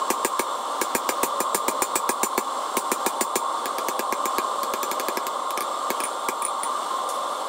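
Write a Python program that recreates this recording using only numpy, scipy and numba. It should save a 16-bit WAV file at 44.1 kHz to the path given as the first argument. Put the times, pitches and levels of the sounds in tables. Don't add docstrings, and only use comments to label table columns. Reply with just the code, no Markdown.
import sys
import numpy as np
from scipy import signal
from scipy.fft import rfft, irfft
from scipy.io import wavfile
from scipy.ndimage import uniform_filter1d
from numba import njit

SR = 44100
rng = np.random.default_rng(int(sys.argv[2]) if len(sys.argv) > 2 else 0)


def natural_amplitude(level_db):
    exponent = np.asarray(level_db, float) / 20
    return 10 ** exponent


def generate_wav(signal):
    frames = np.transpose(np.atleast_2d(signal))
    scaled = np.clip(frames, -1, 1) * 32767
    pcm = np.round(scaled).astype(np.int16)
    wavfile.write(sys.argv[1], SR, pcm)


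N = 329868

# frequency_hz, level_db (per Hz)
FLAME_SPECTRUM = [(60, -62), (125, -72), (170, -36), (260, -19.5), (450, -19.5), (800, -15), (1300, -14),
                  (1600, -27.5), (2500, -37.5), (3000, -27), (5000, -33), (9000, -34), (11000, -48),
                  (16000, -45)]
# pitch_hz, width_hz, level_db (per Hz)
CHAMBER_RESONANCES = [(570, 184, -8), (786.5, 84, -8), (928, 44, -4.5), (1070, 120, 1), (1190, 80, -1),
                      (1390, 40, -12), (2080, 290, -31), (3540, 430, -21.5), (4100, 710, -28),
                      (3480, 70, -21), (7540, 350, -22.5), (8610, 400, -24.5), (10200, 600, -34.5),
                      (12260, 740, -39.5)]
# start_s, force_db, steel_ring_db
FULL_SWINGS = [(0.1026, -18.5, -22), (0.2479, -17.5, -21.5), (0.3943, -18.5, -25), (0.8145, -20, -23),
               (0.9499, -18.5, -22), (1.0907, -20, -23.5), (1.2321, -18.5, -21), (1.4036, -23.5, -25),
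               (1.5463, -20.5, -19.5), (1.682, -20, -22.5), (1.8203, -19.5, -20.5), (1.956, -20.5, -20.5),
               (2.092, -19.5, -22), (2.2321, -20, -21), (2.378, -18, -25), (2.7689, -20.5, -22),
               (2.9166, -20.5, -22), (3.0631, -19, -22.5), (3.2097, -20.5, -20.5), (3.3563, -21, -21.5)]
# start_s, force_db, steel_ring_db
LIGHT_TAPS = [(3.6564, -31, -38), (3.7833, -31, -40), (3.8845, -26.5, -31), (3.9924, -24.5, -31),
              (4.124, -23.5, -33), (4.2553, -26, -30), (4.383, -23.5, -39), (4.6317, -33.5, -36),
              (4.7363, -27.5, -36), (4.8302, -29.5, -33), (4.9134, -28.5, -33.5), (4.997, -31.5, -36),
              (5.0837, -25.5, -39), (5.1712, -25.5, -46), (5.267, -36.5, -38), (5.5056, -41, -44),
              (5.903, -23.5, -31), (6.2859, -24, -29.5)]
# start_s, force_db, steel_ring_db, first_flight_s
HEAD_DROPS = [
    (5.5743, -31, -31, 0.032),
    (6.0022, -33.5, -22, 0.034),
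    (6.4214, -40, -20.5, .0285),
    (6.633, -45, -17.5, 0),
]
# force_db, ring_db
LANDING_CHANGES = [
    (-0.5, -1),
    (-4.5, 2.5),
    (-10, -6),
]
# frequency_hz, level_db
CRACK_SPECTRUM = [(1000, -7), (2000, -3.5), (3500, 0), (6000, 1.5), (9000, -6), (13000, 2.5), (16000, -10),
                  (20000, 9.5)]
# frequency_hz, level_db
RATTLE_SPECTRUM = [(1000, 11), (2000, 1.5), (3000, -1), (4500, 4), (6000, 5.5), (8500, 11.5), (12000, -4),
                   (14000, 5), (15400, 8), (20000, -52)]
# pitch_hz, level_db, t60_s
STUMP_MODES = [(270, -.7, 0.019), (382.3, -1.5, 0.023), (520, -7, 0.025), (915, 4, .012),
               (1260, -7.5, 0.0087), (760, -9, .016)]
# pitch_hz, level_db, t60_s
BAR_MODES = [(1620, 2.5, 0.015), (1996, -2, 0.011), (2255, -1, 0.026), (2430, -9, 0.032),
             (2643, -1, 0.0091)]
# pitch_hz, level_db, t60_s
ANVIL_MODES = [(5965, -8, .03), (6920, -7, .03), (7110, -6, .04), (7195, 3, .055), (7985, -2.5, .03),
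               (8580, -8, .03), (11790, -12, .04), (11870, -6.5, .055), (15290, -10, .035)]
# pitch_hz, level_db, t60_s
HEAD_MODES = [(1900, -8, .012), (2260, -7, .018), (2420, -14, .02), (9420, -6, .045), (9515, 0, .065),
              (10070, -13, .03), (15290, -17, .03)]
# start_s, level_db, fade_s
BRUSH_SWIPES = [
    (4.449, -45, .02),
    (7.089, -31.5, 0.026),
    (7.14, -46, 0.055),
    (7.3, -52, .1),
]
# frequency_hz, level_db
BRISTLE_SPECTRUM = [(1500, -15), (3000, -9), (6000, -2), (10000, 0), (15000, -14), (20000, -10)]


def shape(x, gain):
    n = x.shape[-1]
    hz = np.maximum(np.arange(n // 2 + 1) * SR / n, 1)
    return irfft(rfft(x) * gain(hz), n)


def colour(points):
    hz, db = np.transpose(points)
    return lambda f: natural_amplitude(np.interp(np.log(f), np.log(hz), db))


def unit(x):
    return x / np.sqrt(np.mean(x ** 2, axis=-1, keepdims=True))


def add(out, x, s):
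    start = int(s * SR)
    out[start:start + len(x)] += x


def walk(rate_hz):
    hold = int(SR / rate_hz)
    steps = np.repeat(rng.standard_normal(N // hold + 1), hold)
    return 1.3 * uniform_filter1d(uniform_filter1d(steps, hold), hold)[:N]


def ripple(f):
    depth_db, spacing_hz, full_from_hz = 1.5, 45, 1500
    bumps = rng.standard_normal(1024)
    at_f = np.interp(f / spacing_hz, np.arange(len(bumps)), bumps)
    return natural_amplitude(depth_db * at_f * np.clip(f / full_from_hz, 0, 1) ** 4)


def forge():
    roar = shape(rng.standard_normal(N), colour(FLAME_SPECTRUM)) * natural_amplitude(1.4 * walk(6.6))
    for hz, width, db in CHAMBER_RESONANCES:
        band = shape(rng.standard_normal(N), lambda f: 1 / (1 + ((f - hz) / width * 1.9) ** 2))
        swell_db, flicker_db = 1.35 * walk(3.01), 0.93 * walk(13)
        roar += natural_amplitude(db + swell_db + flicker_db) * band
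    return unit(shape(roar, ripple)) * natural_amplitude(-27.0)


def ring(modes, t, scatter_db, loose):
    lag_cycles, swell_cycles = .45, 1.3
    hz, db, t60 = np.transpose(modes)[:, :, None]
    size_chance, phase_chance = rng.standard_normal((2, len(modes), 1))
    age = np.maximum(t - lag_cycles / hz, 0)
    swell = 1 - np.exp(-age * hz / swell_cycles)
    side = (-1.) ** np.arange(len(modes))[:, None]
    level = side * natural_amplitude(db + scatter_db * size_chance) * swell * natural_amplitude(-60 * age / t60)
    return np.sum(level * np.sin(2 * np.pi * hz * age + loose * phase_chance), axis=0)


def chatter(x, t, rough, fade):
    knocks = rng.standard_normal(len(t)) * np.exp(-t / fade)
    return x + rough * signal.fftconvolve(x, knocks / np.linalg.norm(knocks))[:len(t)]


def strike(out, s, force_db, ring_db, crack_db, crack_slope, crush_s, lead_s, bar_db, anvil_db, head_db):
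    t = np.arange(5120) / SR
    grit = unit(shape(rng.standard_normal(len(t)), colour(CRACK_SPECTRUM)))
    rattle = unit(shape(rng.standard_normal(len(t)), colour(RATTLE_SPECTRUM)))
    snap_and_crush = np.exp(-t / .001) + 0.59 * np.exp(-t / crush_s)
    add(out, natural_amplitude(crack_db + crack_slope * force_db + 6.5) * grit * snap_and_crush, s - lead_s)

    anvil_level_db = ring_db + anvil_db
    clang = natural_amplitude(anvil_level_db + 4) * (np.exp(-t / .011) + .12 * np.exp(-t / .03)) * rattle
    anvil = chatter(ring(ANVIL_MODES, t, scatter_db=3, loose=3), t, rough=2.2, fade=.012)
    stump = ring(STUMP_MODES, t, scatter_db=.5, loose=.05)
    bar = chatter(ring(BAR_MODES, t, scatter_db=.8, loose=.1), t, rough=.45, fade=.007)
    head = chatter(ring(HEAD_MODES, t, scatter_db=1.5, loose=3), t, rough=.6, fade=.018)
    blow = natural_amplitude(-1.5) * (clang + natural_amplitude(anvil_level_db - 4) * anvil)
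    blow += natural_amplitude(force_db + 16) * stump
    blow += natural_amplitude(force_db + bar_db + 7) * bar
    blow += natural_amplitude(ring_db + head_db - 1) * head
    add(out, blow, s)


def landings():
    restitution = .47
    contacts = []
    for s, force_db, ring_db, flight in HEAD_DROPS:
        for k, (force_change_db, ring_change_db) in enumerate(LANDING_CHANGES):
            if flight or k == 0:
                delay = flight * (1 - restitution ** k) / (1 - restitution)
                contacts.append((s + delay, force_db + force_change_db, ring_db + ring_change_db))
    return contacts


def hammer():
    out = np.zeros(N + SR)
    for s, force_db, ring_db in FULL_SWINGS:
        strike(out, s, force_db, ring_db, crack_db=-1.5, crack_slope=1.01, crush_s=.0045, lead_s=.0005,
               bar_db=-4, anvil_db=0.5, head_db=3)
    for s, force_db, ring_db in LIGHT_TAPS:
        strike(out, s, force_db, ring_db, crack_db=-15, crack_slope=.2, crush_s=.0018, lead_s=-.0007,
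               bar_db=-1.5, anvil_db=-1.5, head_db=-13)
    for s, force_db, ring_db in landings():
        strike(out, s, force_db, ring_db, crack_db=4, crack_slope=0.86, crush_s=.0016, lead_s=-.001,
               bar_db=1.5, anvil_db=-22, head_db=1.5)
    return out[:N]


def brush():
    t = np.arange(N) / SR
    ticks = rng.standard_normal(N) * natural_amplitude(1.9 * rng.exponential(size=N))
    stroke = np.zeros(N)
    for s, db, fade in BRUSH_SWIPES:
        stroke += natural_amplitude(db) * (t > s) * np.exp(-np.abs(t - s) / fade)
    return stroke * unit(shape(ticks, colour(BRISTLE_SPECTRUM)))


def shop(x):
    t60_s, tail_db, damp_hz, thin_hz = 0.085, -8, 11300, 600
    wall_s, wall_db, wall_hz = .0068, -11, 1200
    t = np.arange(SR // 3) / SR
    tail = rng.standard_normal(len(t)) * natural_amplitude(-60 * t / t60_s) * (t > .003)
    tail = shape(tail, lambda f: 1 / np.sqrt((1 + (f / damp_hz) ** 2) * (1 + (thin_hz / f) ** 4)))
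    tail *= natural_amplitude(tail_db) / np.linalg.norm(tail)
    wall = 1. * (np.arange(len(t)) == int(wall_s * SR))
    tail -= natural_amplitude(wall_db) * shape(wall, lambda f: 1 / (1 + (f / wall_hz) ** 2))
    return x + signal.fftconvolve(x, tail)[:N]


def scene():
    return (shop(hammer() + brush()) + forge())[None]


@njit
def follow(x, attack, release):
    out, e = np.empty(len(x)), 0.
    for i in range(len(x)):
        e += (abs(x[i]) - e) * (attack if abs(x[i]) > e else release)
        out[i] = e
    return out


def low_pass(x):
    return signal.sosfilt(signal.butter(12, 16980, fs=SR, output="sos"), x)


def record(dry):
    x = signal.sosfilt(signal.butter(4, 170, "high", fs=SR, output="sos"), dry[0])
    loud = follow(x, 1 / (0.0034 * SR), 1 / (0.052 * SR))
    x = x * np.minimum(1, natural_amplitude(-22.0) / (loud + 1e-9)) ** 0.4
    ceiling, top_hz = .44, 15750
    x = ceiling * np.tanh(x / ceiling)
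    x = x + 0.86 * x ** 4
    body = shape(x, lambda f: f < top_hz)
    top = shape(x, lambda f: (f > top_hz) & (f < 16900))
    gate = uniform_filter1d(1. * (follow(top, .05, .02) > natural_amplitude(-43)), 128)
    mix = body + .3 * top * gate
    return low_pass(mix[None])


dry = scene()
out = record(dry)
generate_wav(out)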